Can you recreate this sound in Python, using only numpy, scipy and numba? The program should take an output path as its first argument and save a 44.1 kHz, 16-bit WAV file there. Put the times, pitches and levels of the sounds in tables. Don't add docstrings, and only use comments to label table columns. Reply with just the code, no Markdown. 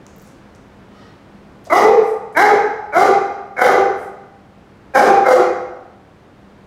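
import sys
import numpy as np
from scipy import signal
from scipy.fft import rfft, irfft
from scipy.io import wavfile
from scipy.ndimage import uniform_filter1d, minimum_filter1d
from numba import njit

SR = 44100
rng = np.random.default_rng(int(sys.argv[2]) if len(sys.argv) > 2 else 0)


def rack_gain(trim_db):
    fader = np.asarray(trim_db, float)
    return 10 ** (fader / 20)


def waveform_to_disk(signal):
    frames = np.transpose(np.atleast_2d(signal))
    scaled = np.clip(frames, -1, 1) * 32767
    samples = np.round(scaled).astype(np.int16)
    wavfile.write(sys.argv[1], SR, samples)


N = 293706

# frequency_hz, density_db (per Hz)
AIR_SPECTRUM = [(12, -53), (20, -10), (101, -3), (285, -5.5), (660, -11.5), (1530, -18.5), (5000, -35.5),
                (16000, -54)]
# frequency_hz, level_db
HUM_PARTIALS = [(118.4, -76), (199.2, -50)]
# frequency_hz, t60_s
ROOM_T60 = [(120, 0.87), (400, 0.83), (800, 0.89), (1600, 0.85), (3200, 0.68), (6400, 0.69), (10000, 0.3),
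            (15000, 0.32)]
# frequency_hz, width_hz, level_db, t60_s
ROOM_MODES = [(444, 190, -8, 0.65), (496.6, 38, 1, 0.71), (798.2, 73.6, -5.5, 0.88)]
# frequency_hz, level_db
SQUEAK_MODES = [(947, -55), (1249, -48), (1550, -70), (1884, -51.5), (3005, -60.5), (3295, -66),
                (3714, -66), (4247, -72), (4393, -68), (4830, -79), (4893, -67), (5580, -71), (6347, -76),
                (7650, -76)]
SQUEAK_SPAN = .91, 1.07
# start_s, peak_db, ring_hz
CLAW_TICKS = [(0.0662, -23, 6560), (0.079, -43, 6560), (.164, -33, 13100), (0.184, -29, 14600),
              (0.198, -33, 6400), (.218, -34, 12000), (.225, -32, 15000), (0.275, -34, 10000),
              (0.55, -32, 5960), (.557, -54, 7000), (.68, -56, 14300), (1.644, -35, 11700),
              (1.652, -29, 5760), (2.035, -35, 11100), (2.068, -37, 10600), (2.112, -37, 10000),
              (2.327, -35, 8040), (3.462, -55, 9730), (3.981, -37, 11060)]
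# start_s, length_s, level_db, centre_hz, width_hz
PAD_SCUFFS = [
    (0.077, 0.26, -62, 6500, 4000),
    (0.171, 0.19, -56.5, 6140, 7040),
    (0.55, 0.02, -56, 7000, 6000),
    (1.645, 0.04, -45.5, 5000, 5930),
    (1.663, 0.037, -31, 650, 251.1),
    (2.009, 0.16, -46.5, 9200, 9130),
    (2.321, 0.037, -55, 9000, 9000),
    (3.939, 0.17, -50, 9300, 9600),
]
# start_s, attack_s, length_s, peak_effort_db, roughness (0-1)
BARKS = [
    (1.695, 0.04, 0.24, 7, .38),
    (2.344, 0.036, .22, 8, .24),
    (2.918, 0.055, 0.2, 7.5, 0.36),
    (3.561, 0.06, 0.24, 6, 0.49),
    (4.933, 0.029, .205, 8.5, .33),
    (5.231, 0.045, 0.21, 4.5, .55),
]
# chest_hz, head_hz, break_start_s (after onset), break_length_s, later_climb (1/s)
REGISTERS = [(282, 375, 0.0084, .047, 1.2), (298.4, 422, .024, 0.057, 0.25), (292.8, 374, .02, .05, 1.1),
             (249.4, 388, .105, 0.0096, 0.44), (264.1, 394, 0.077, 0.00867, -.3),
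             (248.3, 370, .1, 0.013, -0.79)]
# jaw_hz, tongue_hz, pharynx_hz, brightness_db, breath_db
MOUTHS = [(685, 1230, 1970, -3.5, -25.5), (860, 1650, 2080, -3, -25), (708, 1463, 2083, -3, -28),
          (690, 1540, 2074, -1.5, -24.5), (728, 1620, 2190, -8.5, -25.5), (633, 1435, 2025, -3.5, -26.5)]
JAW_OPENING = [(0, 0.72), (.25, 0.92), (.55, 0.74), (.8, .4), (1, 0.1)]
# frequency_hz, width_hz, level_db
TEETH = [(3220, 630, 15), (3980, 370, 17), (5000, 790, 14.5), (5950, 1400, 10.5), (9900, 5300, 6),
         (13600, 4000, -12)]


def unit(x):
    return x / np.sqrt(np.mean(x ** 2))


def on_log_hz(table, hz):
    table_hz, values = np.transpose(table)
    return np.interp(np.log(hz + 1), np.log(table_hz), values)


@njit
def svf(x, hz, width):
    y, band, low = np.empty(len(x)), 0., 0.
    for i in range(len(x)):
        g, k = np.tan(np.pi * hz[i] / SR), width / hz[i]
        v = (band + g * (x[i] - low)) / (1 + g * (g + k))
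        band, low, y[i] = 2 * v - band, low + 2 * g * v, k * v
    return y


def ring(x, hz, width_hz):
    hz = np.clip(hz * np.ones(len(x)), 50, .45 * SR)
    return svf(svf(x, hz, 1. * width_hz), hz, 1. * width_hz)


@njit
def follow(x, attack, release):
    out, level = np.empty(len(x)), x[0]
    for i in range(len(x)):
        level += (x[i] - level) * (attack if x[i] > level else release)
        out[i] = level
    return out


def air():
    t = np.arange(N) / SR
    frequency_hz = np.arange(N // 2 + 1) * SR / N
    noise = irfft(rfft(rng.standard_normal(N)) * rack_gain(on_log_hz(AIR_SPECTRUM, frequency_hz)), N)
    drift = [unit(uniform_filter1d(rng.standard_normal(N), size=SR // 12)) for _ in range(3)]
    hum = np.zeros(N)
    for (hz, db), waver in zip(HUM_PARTIALS, drift):
        hum += rack_gain(db + 1.5 + 2.5 * waver) * np.sin(2 * np.pi * hz * t + .5 * waver)
    swell_db = 0.21 * drift[2]
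    return rack_gain(-43.5 + swell_db) * unit(noise) + hum


def room(x):
    t = np.arange(int(1.6 * SR)) / SR
    noise = rng.standard_normal(len(t))
    bands_hz = 90 * 2 ** np.arange(0, 7.5, 1 / 3)
    widths_hz = .45 * bands_hz / np.sinc(2 * bands_hz / SR)
    tail = np.zeros(len(t))
    for hz, width_hz in zip(bands_hz, widths_hz):
        shifted = np.roll(noise, int(hz > 2500) * int(hz))
        tail += ring(shifted, hz, width_hz) * rack_gain(-60 * t / on_log_hz(ROOM_T60, hz))
    for hz, width_hz, db, t60_s in ROOM_MODES:
        tail += rack_gain(db - 60 * t / t60_s) * ring(noise, hz, max(width_hz, 50))
    build_s, reverb_db = .012, 4
    tail = tail * (1 - np.exp(-t / build_s))
    return x + rack_gain(reverb_db) * signal.fftconvolve(x, tail / np.sqrt(np.sum(tail ** 2)))[:N]


def squeak():
    out = np.zeros(N)
    start, end = (int(s * SR) for s in SQUEAK_SPAN)
    t = np.arange(end - start) / SR
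    for hz, db in SQUEAK_MODES:
        flicker = unit(uniform_filter1d(rng.standard_normal(len(t)), size=SR // 60))
        out[start:end] += rack_gain(db + 3 * flicker) * np.sin(2 * np.pi * hz * t + 1.3 * flicker)
    out[start:end] += rack_gain(-63) * unit(ring(rng.standard_normal(len(t)), 3700, 4000))
    out[start:end] *= np.sin(np.pi * t / t[-1]) ** 0.19
    return out


def paws():
    out, t = np.zeros(N), np.arange(200) / SR
    for start_s, db, hz in CLAW_TICKS:
        start = int(start_s * SR)
        out[start:start + len(t)] += rack_gain(db) * np.exp(-t / .0003) * np.sin(2 * np.pi * hz * t)
    for start_s, length_s, db, hz, width_hz in PAD_SCUFFS:
        start = int(start_s * SR)
        noise, grain = rng.standard_normal((2, SR // 4))[:, :int(length_s * SR)]
        rub = unit(ring(noise * np.exp(0.19 * grain), hz, width_hz))
        swell = np.sin(np.linspace(0, np.pi, len(rub))) ** 1.2
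        out[start:start + len(rub)] += rack_gain(db) * rub * swell
    return out


@njit
def folds(hz, rough, chance, jitter, shimmer):
    pulses, phase, p, k = np.zeros(len(hz) + 1), np.empty(len(hz)), 0., 0
    for i in range(len(hz)):
        step = hz[i] * (1 + jitter * rough[i] * chance[k, 0]) / SR
        p += step
        if p >= 1:
            p, k = p - 1, k + 1
            size = np.exp(shimmer * rough[i] * chance[k, 1]) / np.sqrt(step)
            pulses[i] += size * p / step
            pulses[i + 1] += size * (1 - p / step)
        phase[i] = p
    return pulses[:-1], phase


def gesture(t, bark_row, register, mouth):
    _, attack_s, length_s, peak_db, rough = bark_row
    chest_hz, head_hz, break_s, break_length_s, climb = register
    jaw_hz, tongue_hz, pharynx_hz, bright_db, breath_db = mouth
    share = t / length_s
    release = np.clip(1 - (length_s - t) / .04, 0, 1)
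    bite = np.exp(-t / .04)

    break_end_s = break_s + break_length_s
    hz = np.interp(t, [break_s, break_end_s], [chest_hz, head_hz])
    hz = hz * (1 + climb * np.maximum(t - break_end_s, 0))
    hz = hz * (1 - (1 - .82) * release)

    knee_s, snap_s, settle_s = .016, .012, 0.029
    times_s = np.maximum.accumulate([0, knee_s, attack_s - snap_s, attack_s, attack_s + settle_s])
    effort_db = peak_db + np.interp(t, times_s, [-36, -18, -12, 0, -4.5])
    effort_db = effort_db + 4.5 * np.maximum(t - attack_s, 0) - 16 * release

    shut = 1 - np.interp(share, *np.transpose(JAW_OPENING))
    jaw_hz = jaw_hz + (386 - jaw_hz) * shut
    tongue_hz = tongue_hz * (1 - (1 - 0.82) * share)
    pharynx_hz = pharynx_hz * (1 + .1 * (bite - share))
    bright_db = bright_db + 4 * bite - 22.5 * share
    breath_db = breath_db - 140 * np.maximum(t - attack_s + snap_s, 0)
    rough = rough + 0.55 * (t - length_s / 2)
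    return hz, effort_db, jaw_hz, tongue_hz, pharynx_hz, bright_db, breath_db, rough


def bark(rows):
    t = np.arange(int(rows[0][2] * SR)) / SR
    chance = rng.standard_normal((200, 2))
    throat_noise, teeth_noise, shake_noise = rng.standard_normal((3, SR // 2))[:, :len(t)]
    hz, effort_db, jaw_hz, tongue_hz, pharynx_hz, bright_db, breath_db, rough = gesture(t, *rows)
    rough = np.clip(rough, 0, 1)
    shake = unit(uniform_filter1d(uniform_filter1d(shake_noise, size=SR // 120), size=SR // 120))
    hz = hz * (1 + .06 * rough * shake)
    effort_db = effort_db + 8 * rough * shake

    pulses, phase = folds(hz, rough, np.clip(chance, -2, 2), .12, .8)
    puff = .4 + 1.5 * np.exp(-phase / .3)
    source = np.sqrt(1 - rough ** 2) * pulses + .6 * rough * puff * throat_noise
    jaw = ring(source, jaw_hz, 338) + rack_gain(-6.0) * ring(source, np.maximum(hz, 345), 55)
    tongue = rack_gain(bright_db + 1.5) * ring(source, tongue_hz, 400)
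    pharynx = rack_gain(2 * bright_db + 3) * ring(source, pharynx_hz, 179)
    voice = jaw - tongue + pharynx
    voice = signal.sosfilt(signal.ellip(6, 1, 50, 2460, fs=SR, output="sos"), voice)
    voice = signal.sosfilt(signal.butter(4, 280, "high", fs=SR, output="sos"), voice)

    breath = puff * teeth_noise * rack_gain(3 * shake) + 0.5 * pulses
    hiss = np.zeros(len(t))
    for centre_hz, width_hz, db in TEETH:
        hiss += rack_gain(db) * svf(breath, np.full(len(t), 1. * centre_hz), 1. * width_hz)
    hiss = signal.sosfilt(signal.butter(3, 2700, "high", fs=SR, output="sos"), hiss)
    chest = unit(ring(throat_noise, 352, 375))
    mix = 3 * voice + rack_gain(breath_db - 7.0) * unit(hiss) + rack_gain(-24) * chest
    return t, rack_gain(effort_db) * mix


def dog():
    out = np.zeros(N)
    for rows in zip(BARKS, REGISTERS, MOUTHS):
        t, sound = bark(rows)
        start = int(rows[0][0] * SR)
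        fade = np.minimum(np.minimum(t, t[-1] - t) / .008, 1)
        out[start:start + len(t)] += sound * fade
    return out


def scene():
    steps = paws()
    far_squeak = rack_gain(-7) * squeak()
    reverberant = room(rack_gain(-0.5) * dog() + rack_gain(-12.5) * steps + far_squeak)
    return (reverberant + 0.43 * steps + air())[None]


def low_pass(x):
    return signal.sosfilt(signal.butter(12, 16500, fs=SR, output="sos"), x)


def record(dry):
    x = signal.sosfilt(signal.butter(2, 35, "high", fs=SR, output="sos"), dry[0])
    x = signal.sosfilt(signal.ellip(8, .2, 60, 15800, fs=SR, output="sos"), x)
    attack_s, release_s = .012, .45
    loud = follow(np.abs(x), 1 / (attack_s * SR), 1 / (release_s * SR))
    x = x * np.maximum(loud / rack_gain(-30), 1) ** -.14
    need = minimum_filter1d(np.minimum(.93 / (np.abs(x) + 1e-9), 1), size=65)
    gain = uniform_filter1d(1 - follow(1 - need, 1., 1 / (.025 * SR)), size=33)
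    return low_pass((x * gain)[None])


dry = scene()
out = record(dry)
waveform_to_disk(out)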